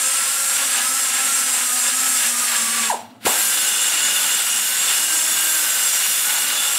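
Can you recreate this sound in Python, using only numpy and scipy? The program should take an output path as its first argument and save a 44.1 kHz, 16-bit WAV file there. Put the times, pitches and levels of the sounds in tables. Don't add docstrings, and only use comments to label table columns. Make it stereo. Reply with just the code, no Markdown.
import sys
import numpy as np
from scipy import signal
from scipy.fft import rfft, irfft, next_fast_len
from scipy.io import wavfile

SR = 44100
rng = np.random.default_rng(int(sys.argv[2]) if len(sys.argv) > 2 else 0)


def generate_wav(sig):
    pcm = np.round(np.clip(np.atleast_2d(sig).T, -1, 1) * 32767).astype(np.int16)
    wavfile.write(sys.argv[1], SR, pcm)


N = 298998
TIME = np.arange(N) / SR
PAD = next_fast_len(N + SR)
BIN_HZ = np.maximum(np.arange(PAD // 2 + 1) * SR / PAD, 1)
VANES = 5
STALL_S, REGRIP_S, VALVE_CRACK_S, SPIN_UP_S, FULL_AIR_S = 2.887, 3.1, 3.245, 3.249, 3.256


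def from_db(db):
    return 10 ** (np.asarray(db) / 20)


def rms_one(x):
    return x / np.sqrt(np.mean(x ** 2) + 1e-20)


def in_time(rows):
    times, *columns = np.transpose(rows)
    return [np.interp(TIME, times, column) for column in columns]


def over_bins(points):
    hz, value = np.transpose(points)
    return np.interp(np.log(BIN_HZ), np.log(hz), value)


def coloured(x, spectrum):
    return rms_one(irfft(rfft(x, PAD) * from_db(over_bins(spectrum)), PAD)[..., :N])


def drift(rate_hz):
    r = np.exp(-80 * np.pi * rate_hz / SR)
    slow = signal.lfilter([1], [1, -2 * r, r * r], rng.standard_normal(N // 40 + 2002))[2000:]
    return np.interp(np.arange(N) / 40, np.arange(len(slow)), rms_one(slow))


def resonate(x, hz, width_hz):
    r = np.exp(-np.pi * width_hz / SR)
    b = np.sqrt((1 - r * r) / 2) * np.array([1, 0, -1])
    return signal.lfilter(b, [1, -2 * r * np.cos(2 * np.pi * hz / SR), r * r], x)


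def shot_noise(per_s, spread_db):
    sizes = from_db(spread_db * np.minimum(rng.exponential(1, (2, N)), 5))
    signs = rng.choice([-1, 1], (2, N))
    return rms_one(sizes * signs * (rng.random((2, N)) < per_s / SR))


def swells(rows):
    return sum(db * np.exp(-(2 * (TIME - s) / length) ** 2) for s, db, length in rows)


def by_grip(first, second):
    return np.where(TIME > REGRIP_S, second, first)


def air_supply(fall_db_per_s, creep_db_per_s, off_db, kick_db=0, crack_db=-14):
    snap_db_per_s, kick_s = 2000, 0.048
    since_full = TIME - FULL_AIR_S
    fall = np.maximum(-fall_db_per_s * np.maximum(TIME - STALL_S, 0), off_db)
    creep = crack_db + creep_db_per_s * np.minimum(TIME - VALVE_CRACK_S, 0)
    snap = kick_db + snap_db_per_s * since_full
    kick = kick_db * np.exp(-np.maximum(since_full, 0) / kick_s)
    return np.maximum(fall, np.where(since_full < 0, np.maximum(snap, creep), kick))


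def shaft_speed():
    # time in seconds, working speed in Hz.
    speeds = [(0, 254), (.08, 262), (.17, 270), (.38, 274), (.47, 272), (.58, 282), (.66, 268), (.76, 246),
              (.86, 260), (.92, 261), (.98, 274), (1.08, 262), (1.17, 262), (1.29, 274), (1.4, 267),
              (1.57, 249), (1.78, 252), (1.89, 250), (1.96, 258), (2.1, 265), (2.25, 237), (2.32, 242),
              (2.38, 243), (2.43, 249), (2.6, 228), (2.7, 230), (2.77, 235), (2.88, 222), (3.3, 322),
              (3.42, 321), (3.53, 311), (3.6, 301), (3.85, 307), (3.93, 303), (4.1, 290), (4.33, 298),
              (4.5, 305), (4.77, 303), (4.86, 297), (5.03, 311), (5.15, 319), (5.22, 320), (5.29, 313),
              (5.4, 319), (5.57, 313), (5.63, 303), (5.8, 305), (6.05, 302), (6.2, 295), (6.35, 293),
              (6.45, 295), (6.55, 293), (6.65, 282), (6.78, 277)]
    spin_down_hz_per_s, spin_up_lag_s, idle_hz = 2450, .025, 20
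    working_hz, = in_time(speeds)
    held_hz = np.interp(np.minimum(TIME, STALL_S), *np.transpose(speeds))
    down = held_hz - spin_down_hz_per_s * np.maximum(TIME - STALL_S, 0)
    up = working_hz * (1 - np.exp(-np.maximum(TIME - SPIN_UP_S, 0) / spin_up_lag_s)) ** 2
    return np.maximum(np.where(TIME < SPIN_UP_S, down, up), idle_hz)


def rotor_levels(shaft_hz):
    # time in seconds, then base levels in dB of the shaft tone, harmonics 2-4 and vane tone.
    tone_levels = [(0, -47, -48, -36), (.2, -57, -49, -37), (.45, -59, -49, -35), (.6, -47, -46, -34),
                   (.7, -48, -50, -40), (.9, -46, -48, -30), (1.06, -52, -50, -40), (1.3, -51, -47, -32),
                   (1.6, -48, -52, -41), (1.85, -46, -51, -39), (2.07, -44, -49, -32),
                   (2.22, -47, -58, -45), (2.33, -45, -57, -33), (2.45, -43, -56, -30),
                   (2.56, -46, -60, -35), (2.7, -42, -55, -30), (2.8, -42, -54, -35), (2.88, -42, -54, -35),
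                   (3.32, -40, -50, -35), (3.4, -52, -49, -32), (3.7, -54, -53, -37), (4.2, -52, -49, -36),
                   (4.45, -55, -55, -48), (4.7, -64, -54, -36), (4.93, -58, -56, -46),
                   (5.05, -47, -49, -35), (5.6, -47, -49, -36), (5.8, -66, -56, -37), (6.1, -65, -62, -41),
                   (6.25, -57, -48, -37), (6.57, -54, -51, -41), (6.78, -53, -46, -40)]
    # time in seconds, nominal peak in dB, rise and fall in dB per second.
    barks = [(2.902, -12, 3000, 480), (3.281, -15.5, 300, 900)]
    throb_hz, throb_db = 80, 3
    supply_db = air_supply(fall_db_per_s=700, creep_db_per_s=6000, off_db=-36)
    shaft_db, harmonics_db, vane_db = in_time(tone_levels)
    vane_db = vane_db + 0.6 * drift(3.9) + supply_db
    slow_loss_db = 16 * np.maximum(np.log2(75 / shaft_hz), 0)
    for s, peak_db, rise, fall in barks:
        bark_db = peak_db + np.minimum(rise * (TIME - s), fall * (s - TIME)) - slow_loss_db
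        throb = throb_db * np.cos(2 * np.pi * throb_hz * (TIME - s))
        vane_db = np.maximum(vane_db, bark_db + throb)
    return shaft_db + supply_db, harmonics_db + supply_db, vane_db


def rotor(shaft_hz, shaft_db, harmonics_db, vane_db):
    muffler_hz, muffler_db_per_octave = 900, 22
    jitter_hz = .0042 * shaft_hz * drift(30) + 1.6 * drift(120)
    angle = 2 * np.pi * np.cumsum(shaft_hz + jitter_hz) / SR
    tones = from_db(shaft_db + 2.5 * drift(30)) * np.sin(angle)
    for order in (2, 3, 4):
        level_db = harmonics_db + 3.0 * drift(5.8) + 3.7 * drift(33) + 1.6 * (order - 3.5)
        tones += from_db(level_db) * np.sin(order * angle + order ** 2)
    puffs = np.sin(VANES * angle)
    for order in (2, 3):
        octaves_off = np.abs(np.log2(order * VANES * shaft_hz / muffler_hz))
        resonant_db = 6 - 3 * order - muffler_db_per_octave * octaves_off
        overtone_db = np.maximum(resonant_db, -8 * order) + 3 * drift(60)
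        puffs += from_db(overtone_db) * np.sin(order * VANES * angle + order)
    tones += from_db(vane_db + 2.0 * drift(40)) * puffs
    return np.sqrt(2) * tones, angle


def work_levels():
    # centre in seconds, swell in dB, length in seconds.
    bites = [(.62, 4, .09), (.77, 9, .11), (1.17, 6, .16), (1.6, 5, .1), (1.87, 7, .08), (2.06, 5, .08),
             (2.24, 8, .16), (2.53, 8, .2), (2.75, 5, .12), (2.85, 7, .07), (3.96, 2, .07), (4.15, 2, .3),
             (4.9, 4, .12), (5.38, 3, .08), (6.02, 4, .08), (6.28, 2, .08), (6.57, 2, .16)]
    # centre in seconds, change in dB, length in seconds.
    dips = [(1.94, -2, 0.095), (2.34, -3, 0.071), (4.43, -1.5, 0.038), (5.07, -1.5, 0.066)]
    # time in seconds, relative level in dB.
    top_levels = [(0, -35.5), (1.2, -36), (2.0, -33), (2.88, -38), (3.3, -26), (3.42, -32), (3.7, -35),
                  (4.5, -34.5), (5.1, -29.5), (5.7, -31), (6.3, -33.5), (6.78, -34)]
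    # time in seconds, relative level in dB.
    chatter_levels = [(0, -34.5), (.5, -37.5), (1.5, -36), (1.7, -39.5), (2.88, -38), (3.3, -37.5),
                      (3.7, -31.5), (4.0, -34), (4.45, -32.5), (4.7, -33.5), (5.15, -35.5), (5.4, -35),
                      (5.65, -37.5), (6.1, -36.5), (6.4, -35.5), (6.78, -32)]
    # fall and creep in dB per second, then
    # kick at full air, wavering, level with the air off and level with the valve cracked, all in dB.
    responses = [(121, 600, 6.5, 0.5, -38, -5.5), (217, 550, -0.5, 0.58, -48, -21),
                 (400, 500, 1, 2.5, -49, -19), (124, 600, -1, 0.04, -40, -16)]
    bite_db, dip_db = swells(bites), swells(dips)
    chips_db = by_grip(-35.5, -33.5) + dip_db + 0.38 * bite_db
    exhaust_db = by_grip(-25, -25.5) + dip_db
    top_db = in_time(top_levels)[0] + dip_db
    chatter_db = in_time(chatter_levels)[0] + bite_db
    layers = chips_db, exhaust_db, top_db, chatter_db
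    return [level + air_supply(fall, creep, off, kick, crack) + waver * drift(1.9)
            for level, (fall, creep, kick, waver, off, crack) in zip(layers, responses)]


def chips(angle, level_db):
    # frequency in Hz, relative level in dB.
    spectrum = [(40, -74), (130, -48), (180, -32), (240, -36), (310, -41), (430, -20), (520, -4), (700, -9),
                (1300, 0.5), (1440, 3), (1600, 3), (2400, 1), (3700, 0), (4000, 0), (6000, -11.5)]
    bite = (1 + .25 * np.sin(angle)) * from_db(drift(30))
    impacts = bite * shot_noise(per_s=9000, spread_db=-1.5)
    return from_db(level_db + 8.5) * coloured(impacts, spectrum)


def exhaust(angle, body_db, top_db):
    # frequency in Hz, relative level in dB.
    body_spectrum = [(3000, -29), (4900, -2.5), (6400, -1), (7700, 3), (9200, 3.5), (10500, 0.5),
                     (12000, -12.5), (14000, -49)]
    top_spectrum = [(8000, -24), (10500, 3), (12000, 4.5), (14400, 3), (15700, -4)]
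    echo_s, echo_db = .0009, -11
    chop = (1 + 0.16 * np.sin(VANES * angle)) * from_db(0.67 * drift(74))
    air = chop * shot_noise(per_s=16000, spread_db=-1.0)
    lag = np.round(echo_s * SR * (1 + .08 * drift(1.5))).astype(int)
    air = air + from_db(echo_db) * air[:, np.clip(np.arange(N) - lag, 0, N - 1)]
    body = from_db(body_db + 2.5) * coloured(air, body_spectrum)
    return body + from_db(top_db + 3.5) * coloured(air, top_spectrum)


def swish(exhaust_db):
    # time in seconds, centre in Hz, level in dB relative to the exhaust envelope.
    path = [(0, 9000, -2.5), (.6, 9000, -4), (.8, 8900, -15), (1.6, 8600, -2), (2.9, 8000, -10),
            (4.4, 10500, -20), (4.7, 12700, 0), (5.0, 12500, -26), (5.7, 13400, -4), (6.2, 13300, -7),
            (6.6, 13000, -27)]
    width_hz = 1700
    centre_hz, relative_db = in_time(path)
    low_pass = signal.butter(2, width_hz / 2, fs=SR, output="sos")
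    slow = signal.sosfilt(low_pass, rng.standard_normal((2, 2, N)))
    phase = 2 * np.pi * np.cumsum(centre_hz) / SR
    band = slow[0] * np.cos(phase) + slow[1] * np.sin(phase)
    return from_db(exhaust_db + relative_db) * rms_one(band)


def casting(exhaust_db, chatter_db):
    lower_hz = [210, 400, 830, 977, 1400, 1680, 2050, 2580, 2750, 2850, 2858, 2890, 3100, 3490, 3475, 4270,
                5238, 5762, 5965, 6140, 6897, 7120]
    upper_hz = [7487, 7592, 8013, 8159, 8319, 8427, 9086, 9903, 10315, 10570, 11010, 11125, 11290, 11480,
                11920, 12150]
    # bandwidth in Hz, relative level in dB in the first and second grip.
    modes = [(40, -66, -54), (200, -70, -51), (90, -44, -44), (20, -49, -50), (120, -46, -40),
             (80, -36, -44), (900, -33, -46), (50, -40, -50), (45, -40, -50), (100, -41, -34),
             (20, -52, -37), (20, -52, -39), (200, -43, -41), (90, -41, -37), (16, -46, -36),
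             (150, -48, -46), (22, -48, -45), (16, -45, -43), (16, -44, -48), (28, -48, -46),
             (27, -39, -35), (30, -44, -48), (16, -34, -38), (25, -36, -33), (16, -39, -39), (16, -37, -43),
             (16, -38, -44), (16, -46, -43), (25, -44, -43), (50, -44, -42), (22, -47, -42), (25, -48, -47),
             (18, -45, -48), (16, -43, -46), (25, -47, -46), (22, -48, -52), (25, -52, -49), (60, -48, -49)]
    chatter_top_hz, squeal_hz, low_cut_hz = 3600, 5762, 195
    shake = shot_noise(per_s=7000, spread_db=2.5)
    ringing = np.zeros((2, N))
    for hz, (width_hz, first_db, second_db) in zip(lower_hz + upper_hz, modes):
        force_db = chatter_db + 32.5 if hz < chatter_top_hz else exhaust_db + 29.5
        level_db = force_db + by_grip(first_db, second_db) + 1.8 * drift(4)
        if hz == squeal_hz:
            level_db += swells([(3.08, 14, .28), (6.0, 5, .35)])
        ringing += resonate(shake * from_db(level_db), hz, width_hz)
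    return signal.sosfilt(signal.butter(4, low_cut_hz, "high", fs=SR, output="sos"), ringing)


def workshop():
    # frequency in Hz, relative level in dB.
    spectrum = [(40, -44), (145, -34), (190, -20), (320, -19), (450, -3), (700, 0), (1300, -10),
                (5000, -31), (15000, -37)]
    # frequency in Hz, bandwidth in Hz, level between swells in dB.
    hum_bands = [(112, 12, -72), (232, 14, -55), (680, 20, -66)]
    # centre in seconds, rise in dB, length in seconds.
    rumble_swells = [(.9, 18, 0.18), (1.3, 19, 0.19), (2.07, 10, 0.19), (2.66, 12, 0.16),
                     (3.08, 20.5, 0.73), (4.05, 13, 0.21), (5.75, 6, 0.28)]
    rumble_hz, width_hz = 112, 17
    swell_db = swells(rumble_swells)
    white = rng.standard_normal((2, N))
    room_tone = from_db(-52.5) * coloured(white, spectrum)
    hum = sum(from_db(db) * resonate(white, hz, width) for hz, width, db in hum_bands)
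    rumble = resonate(rng.standard_normal((2, N)), rumble_hz, width_hz)
    rumble = rms_one(resonate(rumble, rumble_hz, 2 * width_hz))
    return room_tone + from_db(0.49 * swell_db) * hum + from_db(-78 + swell_db) * rumble


def reverberation(x, t60_s):
    tail = 0
    for k, lag_s in enumerate(rng.uniform(.02, .05, 10)):
        round_trip = from_db(-60 * lag_s / t60_s) * np.exp(-2j * np.pi * BIN_HZ * lag_s)
        tail += (-1) ** k * (1 / (1 - round_trip) - 1)
    return irfft(rfft(x, PAD) * tail, PAD)[..., :N]


def valve_thump():
    start_s, hz, width_hz = 3.251, 280, 90
    age = np.maximum(TIME - start_s, 0)
    return from_db(-17) * np.sin(2 * np.pi * hz * age) * np.exp(-np.pi * width_hz * age)


def stereo(mid_side):
    # frequency in Hz, coherence of left and right from 0 to 1.
    coherences = [(60, .9995), (130, .998), (260, .997), (700, .9975), (1100, .9998), (2500, .9998),
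                  (5300, .998), (6000, .7), (6800, .95), (7800, .95), (8600, .87), (9500, .73),
                  (11200, .55), (12100, .33), (14000, .55), (15500, .55)]
    # frequency in Hz, level of left over right in dB.
    level_differences = [(5300, 0), (6000, -2.8), (6900, -1.2), (7750, -1.6), (9500, -3.4), (10400, -2.9),
                         (12000, 2.3), (13000, 4), (15500, 2.3)]
    # frequency in Hz, phase lead of the left in radians.
    phase_leads = [(8000, 0), (10300, .8), (11500, .4), (13000, .9), (15500, .5)]
    mid, side = rfft(mid_side, PAD)
    coherence = over_bins(coherences)
    mid *= np.sqrt((1 + coherence) / 2)
    side *= np.sqrt((1 - coherence) / 2)
    lean = from_db(over_bins(level_differences) / 2) * np.exp(.5j * over_bins(phase_leads))
    return irfft([(mid + side) * lean, (mid - side) / lean], PAD)[:, :N]


def comb(x):
    # spacing in Hz, width in Hz, depth from 0 to 1, lower and upper limit in Hz.
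    notches = [(600, 24, .5, 300, 16000), (300, 24, .45, 450, 4050)]
    gain = 1
    for spacing_hz, width_hz, depth, low_hz, top_hz in notches:
        delay = np.exp(-2j * np.pi * BIN_HZ / spacing_hz)
        feedback = np.exp(-np.pi * width_hz / spacing_hz)
        notch = 1 - depth * (1 - feedback) / (1 - feedback * delay)
        gain = gain * np.where((BIN_HZ > low_hz) & (BIN_HZ < top_hz), notch, 1)
    return irfft(rfft(x, PAD) * gain, PAD)[:, :N]


def scene():
    shaft_hz = shaft_speed()
    tones, angle = rotor(shaft_hz, *rotor_levels(shaft_hz))
    chips_db, exhaust_db, top_db, chatter_db = work_levels()
    tool = tones + valve_thump()
    port = resonate(tool, hz=750, width_hz=750)
    tool += from_db(-23.5) * reverberation(port, t60_s=0.39)
    centred_tool = tool * [[1], [0]]
    hiss = exhaust(angle, exhaust_db, top_db) + swish(exhaust_db)
    return stereo(centred_tool + chips(angle, chips_db) + hiss
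                  + casting(exhaust_db, chatter_db) + workshop())


def record(dry):
    low_cut_hz, top_cut_hz = 88, 15720
    thin = signal.sosfilt(signal.butter(4, low_cut_hz, "high", fs=SR, output="sos"), comb(dry))
    rounded = 1.5 * np.tanh(thin / 1.5)
    return signal.sosfilt(signal.ellip(12, .5, 60, top_cut_hz, fs=SR, output="sos"), rounded)


dry = scene()
out = record(dry)
generate_wav(out)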